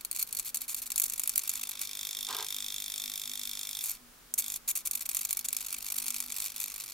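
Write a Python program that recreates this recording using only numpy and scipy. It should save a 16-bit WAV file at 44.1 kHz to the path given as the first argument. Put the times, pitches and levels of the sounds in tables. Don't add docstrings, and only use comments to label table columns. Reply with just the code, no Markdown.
import sys
import numpy as np
from scipy import signal
from scipy.fft import rfft, irfft
from scipy.io import wavfile
from scipy.ndimage import uniform_filter1d

SR = 44100
rng = np.random.default_rng(int(sys.argv[2]) if len(sys.argv) > 2 else 0)


def master_out(mix):
    frames = np.transpose(np.atleast_2d(mix))
    ceiling = np.clip(frames, -1, 1)
    pcm = np.round(ceiling * 32767).astype(np.int16)
    wavfile.write(sys.argv[1], SR, pcm)


N = 305613
TIME = np.arange(N) / SR
FRAME_HZ = 50.598


def amp(db):
    return 10 ** (np.asarray(db) / 20)


def unit(x):
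    return x / np.sqrt(np.mean(x ** 2) + 1e-20)


def add(mix, s, sound):
    part = mix[max(round(s * SR), 0):][:len(sound)]
    part += sound[:len(part)]


def noise_pair(likeness):
    shared, own = rng.standard_normal(N), rng.standard_normal((2, N))
    common = np.clip(likeness, 0, 1)
    return np.sqrt(common) * shared + np.sqrt(1 - common) * own


def body(x, modes, size=4096):
    hz = np.fft.rfftfreq(size, 1 / SR)
    power = sum(amp(db) ** 2 / (1 + ((hz - f) / width) ** 2) ** 2 for f, width, db in modes)
    cepstrum = irfft(np.log(unit(np.sqrt(power)) + 1e-5))
    cepstrum[1:size // 2] *= 2
    cepstrum[size // 2 + 1:] = 0
    response = irfft(np.exp(rfft(cepstrum)))
    return signal.oaconvolve(x, response[None], axes=1)[:, :N]


def bursts(rows, swell=3.08):
    power = np.zeros(N)
    u = np.linspace(-4, 8, 200)
    shape = 2 / (np.exp(-swell * u) + np.exp(u))
    for s, db, decay_ms in rows:
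        at = u * max(decay_ms, .1) / 1e3
        envelope = np.interp(np.arange(at[0], at[-1], 1 / SR), at, shape)
        add(power, s + at[0], (amp(db) * envelope) ** 2)
    return power


def frames(start, end, lag_ms):
    s = np.arange(N / SR * FRAME_HZ) / FRAME_HZ
    kick = s + lag_ms / 1e3
    return s[(kick >= start) & (kick <= end)]


# [f/Hz, relative level/dB]
AIR_SPECTRUM = [(15, -10.5), (42, -0.5), (70, -14), (160, -12.5), (270, -14), (640, -17.5), (1300, -14),
                (1900, -18.5), (15500, -21)]
AIR_DB = -56
# [t/s, level/dB]
HUM_LEVEL = [(0, -71), (2.9, -71.5), (3.35, -60.5), (3.75, -74), (4.05, -67), (4.6, -72), (5.6, -69),
             (6.2, -65), (6.9, -79)]


def background(hum_hz=243, hum_width_hz=5, mono_hz=60):
    hz = np.fft.rfftfreq(N, 1 / SR)
    at, db = np.transpose(AIR_SPECTRUM)
    ports = rfft(noise_pair(0.23))
    middle = ports.mean(0)
    ports = middle + (ports - middle) * hz / (hz + mono_hz)
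    air = irfft(ports * amp(np.interp(np.log(hz + 1), np.log(at + 1), db)), N)
    hum = irfft(rfft(noise_pair(0.81)) / (1 + ((hz - hum_hz) / hum_width_hz) ** 2), N)
    hum_level = amp(np.interp(TIME, *np.transpose(HUM_LEVEL)))
    return amp(AIR_DB) * unit(air) + hum_level * unit(hum)


def echoes(x, t60, wet_db, delay_ms):
    t = np.arange(SR // 2) / SR
    decay = np.exp(-np.log(1000) * t / t60) * (t > delay_ms / 1e3)
    tail = rng.standard_normal((2, len(t))) * decay
    tail /= np.linalg.norm(tail, axis=1, keepdims=True)
    return amp(wet_db) * signal.oaconvolve(x, tail, axes=1)[:, :N]


# [t/s, crest level/dB, decay/ms]
TRACK_SCUFFS = [(2.286, -44.5, 12), (2.299, -40.5, 8.5), (2.311, -39, 6.8), (2.334, -39.5, 6.4),
                (2.349, -37, 7.1), (2.38, -42.5, 14), (2.3975, -33.5, 3.2), (2.4135, -39.5, 2.2),
                (2.423, -46, 18)]
# [f/Hz, half-width/Hz, relative level/dB]
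BENCH_MODES = [(435, 46, -6.5), (767, 19, -6), (967, 105, -0.5), (1260, 95, -4.5), (1580, 55, -8),
               (2300, 700, -30), (3920, 2400, -13.5)]


def scuffs():
    return body(np.sqrt(bursts(TRACK_SCUFFS)) * noise_pair(0.97), BENCH_MODES)


# [f/Hz, half-width/Hz, relative level/dB]
WIRE_MODES = [(4380, 200, 0)]


def slack_wire(power, wire_db=-11, damping_db_per_s=12):
    ring = body(np.sqrt(power) * noise_pair(0.54), WIRE_MODES)
    return amp(wire_db - damping_db_per_s * TIME) * ring


# [t/s, crest level/dB, decay/ms (bursts holds it to 0.1 or more)]
WAKING_SNAP = (4.3397, -11, 0.077)
# [f/Hz, half-width/Hz, relative level/dB]
SNAP_MODES = [(5960, 400, -6), (8200, 810, -3), (11700, 1400, 1.5)]


def snap(ring_db=-23, ring_decay_ms=1.3, ring_lag_ms=0.31):
    power = bursts([(WAKING_SNAP[0] + ring_lag_ms / 1e3, ring_db, ring_decay_ms)], swell=4)
    return body(np.sqrt(power) * noise_pair(0.93), SNAP_MODES)


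# [t/s, motor ring drive level/dB, gear rattle base level/dB]
STRAIN_STRETCHES = [
    [(1.44, -58, -77), (1.86, -49.5, -48), (2.02, -44, -44), (2.4, -43, -43.5), (3.2, -45, -43.5),
     (3.815, -46, -43)],
    [(4.415, -49, -43), (4.575, -52, -37.5)],
]
# [f/Hz, half-width/Hz, relative level/dB]
MOTOR_MODES = [(3270, 33, -1), (3510, 144, 1), (3624, 34, 5.5), (3830, 280, -10)]
# [f/Hz, half-width/Hz, relative level/dB]
MOUNT_MODES = [(2140, 540, -7.5), (4380, 45, 0), (5125, 150, 7.5), (5480, 110, 8), (6220, 120, 5),
               (7100, 310, 4.5), (8860, 190, 2.5)]


def strain_ring(lag_ms=15.2, wind_up_ms=0.96, jitter_ms=0.026, rough_ms=0.89, rasp_db=-10,
                motor_db=-1, mount_db=-1.5):
    jolts, rasps = np.zeros(N), []
    for stretch in STRAIN_STRETCHES:
        at, db, _ = np.transpose(stretch)
        s = frames(at[0], at[-1], lag_ms) + lag_ms / 1e3
        s = s + jitter_ms / 1e3 * rng.standard_normal(len(s))
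        for t, level in zip(s, np.interp(s, at, db)):
            near = round(t * SR) + np.arange(-10, 10)
            jolts[near] += amp(level) * np.sinc(near - t * SR) * np.sqrt(SR / FRAME_HZ)
            rasps.append((t, level, rough_ms))
    rasp = unit(np.sqrt(bursts(rasps)) * noise_pair(0.28)) * jolts.std()
    rasp *= amp(rasp_db)
    wound = np.roll(jolts + rasp, round(wind_up_ms * SR / 1e3), axis=1)
    port_gain = amp([[-1], [1]])
    motor = amp(motor_db) * body(wound, MOTOR_MODES) * port_gain
    return motor + amp(mount_db) * body(jolts[None], MOUNT_MODES)


def strain_rattle(lag_ms=15.1, crest_db=11, decay_ms=1.23, lead_ms=1.3, lead_db=-2, chatter_db=-6, scatter_db=-0.25):
    power = np.zeros(N)
    for stretch in STRAIN_STRETCHES:
        at, _, db = np.transpose(stretch)
        s = frames(at[0], at[-1], lag_ms) + lag_ms / 1e3
        levels = np.interp(s, at, db) + scatter_db * rng.standard_normal(len(s))
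        kicks = list(zip(s, levels))
        power += bursts([(t, d + crest_db, decay_ms) for t, d in kicks])
        power += bursts([(t - lead_ms / 1e3, d + lead_db, decay_ms / 2) for t, d in kicks])
        chatter = amp(np.interp(TIME, at, db + chatter_db)) ** 2
        power += chatter * (TIME > at[0]) * (TIME < at[-1])
    return power


# [t/s, length/s, starting level/dB, fade over the run/dB]
FREE_RUNS = [(0.148, .012, -32, 11), (0.186, 0.047, -30.5, 7.5), (0.445, 0.062, -35.5, 7.5),
             (0.544, 0.021, -24.5, 14.5), (0.605, 0.053, -35.5, 13), (0.679, 0.057, -33.5, 7),
             (0.763, 0.042, -36, 7), (0.818, 0.032, -31.5, 21), (0.858, 0.02, -33.5, 8.5),
             (1.807, 0.053, -40, 1.5), (3.812, .11, -37, -1), (3.917, 0.058, -43, 11.5),
             (4.377, 0.033, -28, 2), (4.676, .041, -27.5, 1.5), (4.752, 0.071, -26.5, 25),
             (4.851, 0.03, -29, 14), (5.006, 0.027, -33, 6), (5.054, 0.012, -29.5, 8),
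             (5.444, 0.018, -31, 2.5)]
REST_S = 0.022


def runs(tooth_hz=260, slowing=0.028, tooth_decay=0.83, smooth_share=0.079, scatter_db=4.5):
    power = np.zeros(N)
    for s, length, db, fade_db in FREE_RUNS:
        u = np.linspace(0, 1, int(length * SR))
        teeth = np.cumsum(tooth_hz * np.exp(-slowing * fade_db * u)) / SR
        sizes = amp(scatter_db * rng.standard_normal(64))[teeth.astype(int) % 64]
        knocks = unit(smooth_share + sizes * np.exp(-(teeth % 1) / tooth_decay))
        level = amp(db - fade_db * u)
        add(power, s, (level * knocks * signal.windows.tukey(len(u), .1)) ** 2)
    return power


def resting(s):
    start, length = np.transpose(FREE_RUNS)[:2, :, None]
    return ((s > start) & (s < start + length + REST_S)).any(0)


# [t/s, mean crest level/dB]
STEP_FORCE = [
    [(.14, -38), (.39, -41.5), (.87, -55), (1.03, -25.5), (1.17, -38.5), (1.4, -37), (1.51, -28),
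     (1.74, -36.5), (1.81, -37), (1.88, -51)],
    [(4.88, -33.5), (5.2, -31.5), (5.47, -44.5), (5.7, -29), (6.1, -30.5), (6.25, -37), (6.33, -31),
     (6.45, -31), (6.51, -39), (6.64, -31.5), (6.93, -36.5)],
]
STEP_LAG_MS, SLOWING_FROM_S, LAG_MS_PER_S = 14, 5.616, 6.5
KICK_LAG_MS = 11.44


def steps(decay_ms=1.4, swell=1.62, scatter_db=3.5, jitter_ms=1.0, rebound_ms=7, rebound_db=-9, rebound_decay_ms=2.3,
          tick_db=-5, tick_scatter_db=4, tick_decay_ms=0.33):
    rows = []
    for stretch in STEP_FORCE:
        at, db = np.transpose(stretch)
        frame = frames(at[0], at[-1], STEP_LAG_MS)
        driven = ~resting(frame + STEP_LAG_MS / 1e3)
        size, early, bounce, late, tick = rng.standard_normal((len(frame), 5))[driven].T
        frame = frame[driven]
        lag_ms = STEP_LAG_MS + LAG_MS_PER_S * np.maximum(frame - SLOWING_FROM_S, 0)
        s = frame + (lag_ms + jitter_ms * early) / 1e3
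        db = np.interp(s, at, db) + scatter_db * size
        ticks = zip(frame + KICK_LAG_MS / 1e3, db + tick_db + tick_scatter_db * tick)
        rebounds = zip(s + (rebound_ms + 5 * late) / 1e3, db + rebound_db + 2 * bounce)
        rows += [(t, d, tick_decay_ms) for t, d in ticks]
        rows += [(t, d, decay_ms) for t, d in zip(s, db)]
        rows += [(t, d, rebound_decay_ms) for t, d in rebounds]
    return bursts(rows, swell=swell)


# [t/s, crest level/dB]
GEAR_CLACKS = [(.01, -36), (0.0494, -25), (0.1135, -24.5), (0.129, -33), (0.1627, -25.5), (0.1726, -29.5),
               (0.2268, -22), (0.3274, -24.5), (0.35, -27), (0.3707, -21), (0.389, -26), (.397, -21.5),
               (0.5714, -23), (0.7459, -20.5), (0.9033, -25), (0.9192, -21), (0.9598, -19), (0.9795, -18.5),
               (0.9991, -17), (1.0185, -21.5), (1.0397, -21.5), (1.099, -27), (1.1362, -24), (1.1799, -28),
               (1.1964, -19), (1.2361, -23), (1.2757, -19), (1.2946, -18.5), (1.3585, -18), (1.3789, -16.5),
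               (1.3934, -24.5), (1.494, -24), (1.8153, -23), (3.8398, -23), (4.3897, -19.5), (4.873, -21),
               (4.912, -22.5), (4.9531, -26), (5.091, -24), (5.1146, -28), (5.148, -20.5), (5.1693, -19),
               (5.2143, -25.5), (5.251, -21), (5.3086, -21), (5.329, -22), (5.3713, -21), (5.3923, -24),
               (5.486, -21.5), (5.5291, -20.5), (5.5669, -21), (5.902, -26.5), (6.082, -21), (6.105, -21.5),
               (6.2036, -21)]


def clacks(decay_ms=0.83, swell=2.35, bounce_ms=3, bounce_db=-14, bounce_decay_ms=2.24):
    hits = [(s, db, decay_ms) for s, db in GEAR_CLACKS]
    bounces = [(s + bounce_ms / 1e3, db + bounce_db, bounce_decay_ms) for s, db in GEAR_CLACKS]
    return bursts(hits + bounces + [WAKING_SNAP], swell=swell)


def shifting_colour(x, depth_db=2, split_hz=9000):
    hz = np.fft.rfftfreq(N, 1 / SR)
    dull = irfft(rfft(x) / (1 + (hz / split_hz) ** 8), N)
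    bright = x - dull
    tilt = depth_db * unit(uniform_filter1d(rng.standard_normal(N), size=300))
    mean_gain = np.sqrt((amp(tilt) ** 2 + amp(-tilt) ** 2) / 2)
    return (dull * amp(tilt) + bright * amp(-tilt)) / mean_gain


# [f/Hz, half-width/Hz, relative level/dB]
GEAR_MODES = [(6450, 390, -3.5), (6920, 500, -3), (7580, 690, -1.5), (8510, 780, -4), (9300, 680, -0.5),
              (10590, 730, 0), (11100, 190, -7.5), (11800, 430, -18.5), (12210, 680, 4), (13700, 870, -13),
              (14300, 940, -0.5), (16400, 1200, -8)]
# [f/Hz, half-width/Hz, relative level/dB]
CASE_MODES = [(895, 82, -10.5), (1252, 266, -8), (2446, 352, -0.5), (3607, 555, -1.5), (4250, 130, 1.5),
              (4630, 410, -0.5), (5670, 510, 0.5)]
# [t/s, relative level/dB]
CASE_DRIFT = [(0, -2.5), (1.1, -1.5), (1.8, 2.5), (2, 0), (3.8, -1), (4.7, -2), (5.4, 0.5), (6.3, 2),
              (6.93, 2)]


def gearbox(power, grain_db=2.5, case_db=-45, knee_db=-36, case_growth=0.63):
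    grain = amp(grain_db * np.repeat(rng.standard_normal(N), 8)[:N])
    force = np.sqrt(power / uniform_filter1d(grain ** 2, size=96)) * grain
    gears = body(force * noise_pair(0.66), GEAR_MODES)
    coupling = amp(case_db + np.interp(TIME, *np.transpose(CASE_DRIFT)))
    case_force = coupling * (force / amp(knee_db)) ** case_growth
    return shifting_colour(gears) + body(case_force * noise_pair(0.87), CASE_MODES)


def scene(port_lag_ms=0.018):
    knocks = clacks() + runs() + steps() + strain_rattle()
    servo = gearbox(knocks) + strain_ring() + slack_wire(knocks) + snap()
    near = servo + scuffs()
    hz = np.fft.rfftfreq(N, 1 / SR)
    near[1] = irfft(rfft(near[1]) * np.exp(-2j * np.pi * hz * port_lag_ms / 1e3), N)
    bench = echoes(near, t60=0.026, wet_db=-10, delay_ms=2.3)
    room = echoes(near, t60=0.069, wet_db=-20.5, delay_ms=15)
    return near + bench + room + background()


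EDGE_HZ = 15950


def record(dry):
    lowpass = signal.firwin(255, EDGE_HZ, window=("kaiser", 8), fs=SR)
    return signal.oaconvolve(dry, lowpass[None], "same", axes=1)


dry = scene()
out = record(dry)
master_out(out)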